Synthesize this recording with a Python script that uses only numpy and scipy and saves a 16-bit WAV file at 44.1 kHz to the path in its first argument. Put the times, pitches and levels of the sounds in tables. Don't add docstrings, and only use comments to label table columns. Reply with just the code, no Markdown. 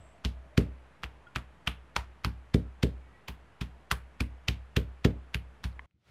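import sys
import numpy as np
from scipy import signal
from scipy.fft import rfft, irfft
from scipy.io import wavfile
from scipy.ndimage import uniform_filter1d

SR = 44100
rng = np.random.default_rng(int(sys.argv[2]) if len(sys.argv) > 2 else 0)


def transcribe(signal):
    frames = np.atleast_2d(signal).T
    limited = np.clip(frames, -1, 1)
    pcm = np.round(limited * 32767).astype(np.int16)
    wavfile.write(sys.argv[1], SR, pcm)


def volts_from_decibels(level):
    exponent = np.asarray(level, float) / 20
    return 10 ** exponent


N = 269010
CUT_S = 5.859
TAP_S = 5.7932

# freq_hz, level_db
HUSH_SPECTRUM = [(60, -42.5), (100, 13), (200, 1), (400, -1), (870, -1), (1760, -5.5), (2400, -9.5),
                 (3200, -14.5), (4200, -21.5), (5400, -25.5), (8000, -28), (11800, -32), (12600, -47.5),
                 (16000, -59)]
# time_s, pitch_hz, level_db
DRONE = [
    (0, 676.5, -63.5),
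    (.3, 650, -66),
    (.55, 620, -64),
    (.9, 540, -74),
    (1.2, 498, -76),
]
INSECT_HZ = [7600, 7950, 8150]
# start_s, end_s, pitch_hz, level_db
FAR_TONES = [
    (2.6, 2.8, 1300, -76),
    (2.95, 3.26, 1297, -73),
    (3.07, 3.24, 1940, -68),
    (2.98, 3.2, 2240, -78),
    (.85, 1.0, 1530, -77),
]
# pitch_hz, level_db, t60_s
TAP_MODES = [(1047, -34.5, 0.018), (1824, -31.5, 0.013), (2028, -27.5, 0.012), (2330, -63, .015),
             (3020, -43, 0.012)]
# pitch_hz, level_db, t60_s
TICK_MODES = [(1421, -44, .075), (3284, -56, .04), (2998, -64, .04)]
# freq_hz, level_db
RUMBLE_SPECTRUM = [(18, -38), (30, -21), (59, -1.5), (209, -2.5), (244, -29), (291, -9), (500, -29),
                   (650, -54), (1100, -120)]
# freq_hz, level_db
RUSTLE_SPECTRUM = [(240, -30), (400, -3.5), (1070, -10), (1370, -6), (1800, -11), (2000, -6), (4010, -12.5),
                   (15000, -35)]
# freq_hz, level_db
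ECHO_SPECTRUM = [(300, -11), (700, 7.5), (1500, -4), (3000, -4.5), (6000, -5.5), (10000, 4.5), (16000, 1)]
# freq_hz, t60_s
HUT_DECAY = [(600, 0.13), (1600, 0.25), (4000, 0.2), (11000, 0.17)]
# time_s, peak_db, spray_above_8khz_db, fall_s, echo_db
CRUSHES = [(0.2496, -13.5, -36, 0.0058, -7), (0.5772, -8, -27, 0.0043, -8.5),
           (1.034, -25.5, -20, 0.010, -9.5), (1.3573, -23.5, -22, 0.0031, -9.5),
           (1.6737, -14, -28, 0.0036, -7.5), (1.9645, -6, -28.5, 0.003, -9),
           (2.2472, -12.5, -26, 0.0051, -9.5), (2.5427, -14, -37, 0.0038, -8),
           (2.8304, -9, -36, 0.0033, -8.5), (3.282, -22.5, -9, 0.0094, -6.5),
           (3.612, -20, -46, 0.0093, -5.5), (3.9133, -9.5, -18.5, 0.0078, -9.5),
           (4.2058, -11, -21, 0.0035, -10), (4.4832, -7, -21.5, 0.0024, -10),
           (4.765, -11, -18, 0.0075, -9.5), (5.048, -9, -28, 0.0071, -10.5),
           (5.3449, -13.5, -36, 0.0033, -11), (5.6412, -22, -28, 0.0098, -5)]
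# freq_hz, level_db
SNAP_SPECTRUM = [(290, -29), (500, -23.5), (649, -10), (1280, -4.5), (3200, -2), (4030, -7), (5550, -12.5),
                 (8330, -23.5), (13300, -30.5), (14900, -34.5), (16000, -39)]
# time_s, level_db, ring_hz, spit_above_6khz_db
SNAPS = [(0.2495, -23, 4200, -18), (0.5781, -24, 2153, -5), (1.0348, -23, 1320, -41),
         (1.0409, -25.5, 2670, -29), (1.36, -17.5, 1555, -25.5), (1.3633, -20, 2400, -50),
         (1.6742, -17, 2620, -42), (1.6772, -18, 1450, -20), (1.6784, -19, 2900, -54),
         (1.9631, -16.5, 2420, -31.5), (1.965, -21, 1400, -25), (2.2475, -16, 1490, -19),
         (2.545, -28, 2430, -5), (2.8325, -18.5, 4040, -8), (3.2832, -29.5, 2450, -15),
         (3.2855, -30, 935, -36), (3.612, -34, 2800, -6), (3.6165, -32.5, 1550, -34),
         (3.9138, -14, 1730, -16), (3.9188, -20.5, 1520, 1), (4.2054, -31, 2750, -21),
         (4.207, -19.5, 2410, -17), (4.4852, -14, 3400, -18.5), (4.4874, -21, 3700, -17),
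         (4.7669, -19.5, 1950, -7), (4.7688, -19.5, 3280, -16), (5.0488, -21.5, 1930, -16),
         (5.0504, -26, 1400, -18), (5.3456, -18, 2730, -13), (5.6405, -28, 1770, -14)]
# time_s, level_db, ring_hz, spit_db
STRAY_SNAPS = [
    (1.667, -41, 1900, -25),
    (2.377, -66, 10500, -8),
    (5.718, -58, 4500, -15),
    (5.729, -56, 4000, -15),
    (5.9106, -68, 2566, -26),
]
# lag_s, scatter_s, level_db, spit_db
CRUMBS = [
    (-.0105, .0015, -52, -18),
    (-.0045, .0012, -41, -27),
    (.0062, .0012, -35, -17),
    (.011, .002, -39.5, -18.5),
    (0.019, .006, -50.5, -19),
]
# low_hz, high_hz
CRUMB_RANGE_HZ = (1300, 3500)
# time_s, force_db, contact_ms, side_lag_ms, side_db
BLOWS = [(0.2564, -24.5, 2.84, -4, -34), (0.5804, -21.5, 0.75, -8.5, -24), (1.042, -19.5, 9.5, 12.5, -41),
         (1.3633, -31, 3.5, 6, -38.5), (1.6766, -34.5, 1.7, 5, -40.5), (1.9694, -27.5, 7.3, 15, -34),
         (2.2513, -30.5, 2.1, 18, -33.5), (2.5463, -22.5, 0.75, -7.5, -33),
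         (2.8352, -25.5, 0.65, 15, -37.5), (3.298, -35, 3.6, -4.5, -44), (3.6202, -31.5, 4.6, -5, -33),
         (3.921, -27.5, 3.4, -4.5, -47.5), (4.211, -27.5, 1.75, -3.5, -35), (4.4889, -27.5, 2.08, 18, -40),
         (4.7707, -26.5, 0.76, -2, -35.5), (5.0521, -22, 0.6, -7.5, -25), (5.353, -28, 2.83, -4.5, -49),
         (5.6524, -26.5, 3.25, -4.5, -43)]
# time_s, force_db, contact_ms
EARLIER_BLOW = (-0.046, -37.5, 2.8)
# force_db, contact_ms
TAP_PUSH = (-69, .4)
# pitch_hz, level_db, t60_s
BODY_MODES = [(55.2, -9.2, 0.42), (63.5, 0.0, 0.556), (70.6, 0.5, 0.19), (82.4, -8.2, 0.14),
              (100.1, -2.8, 0.264), (116.5, -2.6, 0.1), (126.2, -1.5, 0.219), (141.9, 0.7, 0.13),
              (164.7, -6.3, 0.273), (179.1, 3.1, 0.141), (200.8, -13.4, 0.24), (230.9, 0.7, 0.173),
              (250.5, -3.0, 0.165), (294.2, -5.5, 0.219), (320.9, -0.4, 0.05), (353.7, -7.8, 0.133),
              (389.4, 3.9, 0.096), (427.8, -6.3, 0.165), (451.1, -2.7, 0.156), (475.2, -4.0, 0.127),
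              (556.9, -6.6, 0.075), (604.8, -10.7, 0.1),
              (631, -9, .2), (770, -16, .15), (850, -18, .15)]
MODE_SIGNS = [1] * 13 + [-1, 1, -1, -1, 1, -1, -1, 1, 1, -1, 1, -1]


def evened(x):
    return x / np.sqrt(np.mean(x ** 2) + 1e-30)


def read(points, hz):
    f, value = np.transpose(points)
    return np.interp(np.log(hz + 1), np.log(f + 1), value)


def curve(rows, column=1):
    rows = np.array(rows)
    return np.interp(np.arange(N) / SR, rows[:, 0], rows[:, column])


def add(mix, start_s, sound):
    part = mix[round(start_s * SR):][:len(sound)]
    part += sound[:len(part)]


def causal(points, size=1024):
    level_db = np.maximum(read(points, abs(np.fft.fftfreq(4 * size, 1 / SR))), -100)
    log_gain = np.log(volts_from_decibels(level_db))
    taps = np.fft.ifft(np.exp(np.conj(signal.hilbert(log_gain)))).real[:size]
    return taps / np.linalg.norm(taps)


def noise(points, patchy_db):
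    a, b, patches = rng.standard_normal((N // 256 + 5, 513, 3)).T
    patches = uniform_filter1d(patches, size=10, axis=0)
    patches = evened(uniform_filter1d(patches, size=14, axis=1))
    colour_db = read(points, np.fft.rfftfreq(1024, 1 / SR))[:, None]
    z = (a + 1j * b) * volts_from_decibels(colour_db + patchy_db * patches)
    return evened(signal.istft(z, nperseg=1024, noverlap=768)[1][:N])


def fuzzy(hz, width_hz):
    r = np.exp(-np.pi * width_hz / SR)
    z = rng.standard_normal(N) + 1j * rng.standard_normal(N)
    slow = signal.lfilter([1], [1, -2 * r, r * r], z)
    phase = 2 * np.pi * np.cumsum(hz * np.ones(N)) / SR
    return evened((slow * np.exp(1j * phase)).real)


def rings(modes, t):
    return np.array([volts_from_decibels(db - 60 * t / t60) * np.sin(2 * np.pi * hz * t) for hz, db, t60, *_ in modes])


def yard():
    t = np.arange(N) / SR
    out = volts_from_decibels(-61) * noise(HUSH_SPECTRUM, patchy_db=.7)
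    out += volts_from_decibels(curve(DRONE, 2)) * fuzzy(curve(DRONE), width_hz=90) * (t < DRONE[-1][0])
    insect = evened(sum(fuzzy(hz, width_hz=210) for hz in INSECT_HZ))
    hold_s, end_s, fade_db_per_s = .045, 0.19, 75
    out += volts_from_decibels(-73 - fade_db_per_s * np.maximum(t - hold_s, 0)) * insect * (t < end_s)
    for start_s, stop_s, hz, db in FAR_TONES:
        swell = np.sin(np.pi * np.clip((t - start_s) / (stop_s - start_s), 0, 1)) ** .5
        out += volts_from_decibels(db) * swell * fuzzy(hz, width_hz=22)
    tap_t, tick_t, tick_s = t[:2000], t[:5000], 1.268
    add(out, TAP_S, rings(TAP_MODES, tap_t).sum(0) * (1 - np.exp(-tap_t / 0.00061)))
    add(out, tick_s, rings(TICK_MODES, tick_t).sum(0) * (1 - np.exp(-tick_t / 0.002)))
    return out


def next_angle():
    t = np.arange(N) / SR
    full_s, bump_s = 6.088, 5.947
    to_go_s = np.maximum(full_s - t, 0)
    bump = volts_from_decibels(-73 - 140 * abs(t - bump_s)) * np.clip((t - bump_s) / .008 + 1, 0, 1)
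    low = volts_from_decibels(-91) + volts_from_decibels(-58.5 - 211.5 * to_go_s) + bump
    high = volts_from_decibels(-93.5) + volts_from_decibels(-65.5 - 307 * to_go_s)
    return low * noise(RUMBLE_SPECTRUM, patchy_db=4.5) + high * noise(RUSTLE_SPECTRUM, patchy_db=0.5)


def hut(x):
    out, size = np.zeros(N), SR // 3
    grain_db = 1.2
    high = np.clip(np.fft.rfftfreq(2048, 1 / SR) / 2000 - 1.5, 0, 1)
    for s, *_, echo_db in CRUSHES:
        taps = rng.choice([-1., 1.], size) * (rng.random(size) < .15) * (np.arange(size) > 200)
        hz, t, z = signal.stft(taps, SR, nperseg=128)
        z = z * volts_from_decibels(grain_db * rng.standard_normal(len(t)))
        z = z * volts_from_decibels(read(ECHO_SPECTRUM, hz)[:, None] - 60 * t / read(HUT_DECAY, hz)[:, None])
        tail = signal.istft(z, SR, nperseg=128)[1]
        power = abs(rfft(x[round((s - .015) * SR):][:2000], 2048)) ** 2
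        fine, coarse = uniform_filter1d(power, size=45), uniform_filter1d(power, size=90)
        gain = np.sqrt(abs((1 - high) * fine + high * coarse))
        colour = np.fft.fftshift(irfft(gain))[768:1280]
        echo = signal.fftconvolve(colour, tail / np.linalg.norm(tail))
        add(out, s - 256 / SR, volts_from_decibels(echo_db) * echo)
    return out


def crush():
    out, t = np.zeros(N), np.arange(-.015 * SR, .06 * SR) / SR
    spray = signal.butter(2, 8500, "high", fs=SR)
    for s, db, spray_db, fall_s, _ in CRUSHES:
        grit = rng.standard_normal(len(t)) * volts_from_decibels(2.3 * rng.exponential(1, len(t)).clip(0, 5))
        swell = np.where(t < .001, np.exp(t / 0.0018), np.exp(-t / max(fall_s, .001)))
        body = evened(signal.oaconvolve(grit, causal(SNAP_SPECTRUM))[:len(t)])
        body += volts_from_decibels(spray_db) * evened(signal.lfilter(*spray, grit))
        add(out, s - .015, volts_from_decibels(db - 18) * swell * body)
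    return out


def all_snaps():
    loud, rows = np.array(SNAPS), list(SNAPS)
    low_hz, high_hz = CRUMB_RANGE_HZ
    follow, usual_db = 0.66, -24
    for (s, *_), chance in zip(CRUSHES, rng.random((len(CRUSHES), len(CRUMBS), 2))):
        near = loud[abs(loud[:, 0] - s) < .02]
        top_s, top_db = near[near[:, 1].argmax(), :2]
        for (lag_s, scatter_s, db, spit_db), (a, b) in zip(CRUMBS, chance):
            crumb_s = top_s + lag_s + scatter_s * (2 * a - 1)
            hz = low_hz * (high_hz / low_hz) ** b
            rows.append((crumb_s, db + follow * (top_db - usual_db), hz, spit_db))
    return rows


def snaps(rows):
    out, t = np.zeros(N), np.arange(160) / SR
    ring_t = np.arange(400) / SR
    thin = signal.butter(2, 850, "high", fs=SR)
    bright = signal.butter(2, [6500, 14000], "band", fs=SR)
    for (s, db, hz, spit_db), z in zip(rows, rng.standard_normal((len(rows), 2, len(t)))):
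        breaks = z[0] * abs(z[1]) * np.exp(-abs(t - .0004) / .0006)
        breaks[18] += 8
        ring = rings([(hz, 0, .0036)], ring_t)[0] * (1 - np.exp(-ring_t / .0003))
        shell = np.convolve(breaks, ring)
        broad = np.convolve(breaks, causal(SNAP_SPECTRUM, size=400))
        spit = np.pad(z[1] * np.exp(-t / .0014) + .15 * breaks, (0, 399))
        spit = signal.lfilter(*bright, spit)
        snap = evened(shell) + volts_from_decibels(spit_db / 3 + 5.5) * evened(broad) + volts_from_decibels(spit_db) * evened(spit)
        snap = signal.lfilter(*thin, snap)
        add(out, s - .0004, volts_from_decibels(db + 1) * snap / abs(snap).max())
    return out


def pushes():
    rows = [EARLIER_BLOW, (TAP_S, *TAP_PUSH)]
    for s, db, contact_ms, lag_ms, side_db in BLOWS:
        if lag_ms < 0:
            side_ms = -lag_ms * (0.93 if -lag_ms > 7 else 0.29)
        else:
            side_ms = .6 + 0.4 * contact_ms
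        rows += [(s, db, contact_ms), (s + lag_ms / 1000, side_db, max(side_ms, .2))]
    return rows


def thud(force):
    t = np.arange(SR * 3 // 4) / SR
    response = -np.array(MODE_SIGNS) @ rings(BODY_MODES, t)
    response[0] -= 71
    band = signal.butter(2, [95, 650], "band", fs=SR)
    murmur = evened(signal.lfilter(*band, rng.standard_normal(len(t))))
    response += volts_from_decibels(-10 - 60 * t / 0.37) * murmur * (1 - np.exp(-(t / 0.013) ** 2))
    return signal.fftconvolve(force, response)[:len(force)]


def roller(snapped):
    lead = 4410
    force, ms = np.zeros(N + lead), np.arange(-1300, 1000) / SR * 1000
    for s, db, contact_ms in pushes():
        push = np.exp(-(ms / np.where(ms < 0, contact_ms, .65 * contact_ms)) ** 2)
        add(force, s + (lead - 1300) / SR, volts_from_decibels(db) * push / push.sum())
    for s, db, *_ in snapped:
        add(force, s + lead / SR, volts_from_decibels(db - 30.5) * np.hanning(60) / 30)
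    return thud(force)[lead:]


def scene():
    after = np.clip((np.arange(N) / SR - CUT_S) / 0.0018, 0, 1)
    rows = all_snaps()
    cracks, grit = snaps(rows + STRAY_SNAPS), crush()
    first = roller(rows) + grit + hut(cracks + grit) + yard()
    first = signal.sosfilt(signal.butter(4, 61.4, "high", fs=SR, output="sos"), first)
    return ((1 - after) * first + after * next_angle() + cracks)[None]


def low_pass(x):
    return signal.sosfilt(signal.butter(12, 16510, fs=SR, output="sos"), x)


def record(dry):
    mix = signal.sosfiltfilt(signal.butter(3, 44, "high", fs=SR, output="sos"), dry)
    mix = signal.sosfiltfilt(signal.butter(12, 15700, fs=SR, output="sos"), mix)
    mix = mix + .00062 * np.clip((CUT_S - np.arange(N) / SR) / .003, 0, 1)
    return low_pass(mix)


dry = scene()
out = record(dry)
transcribe(out)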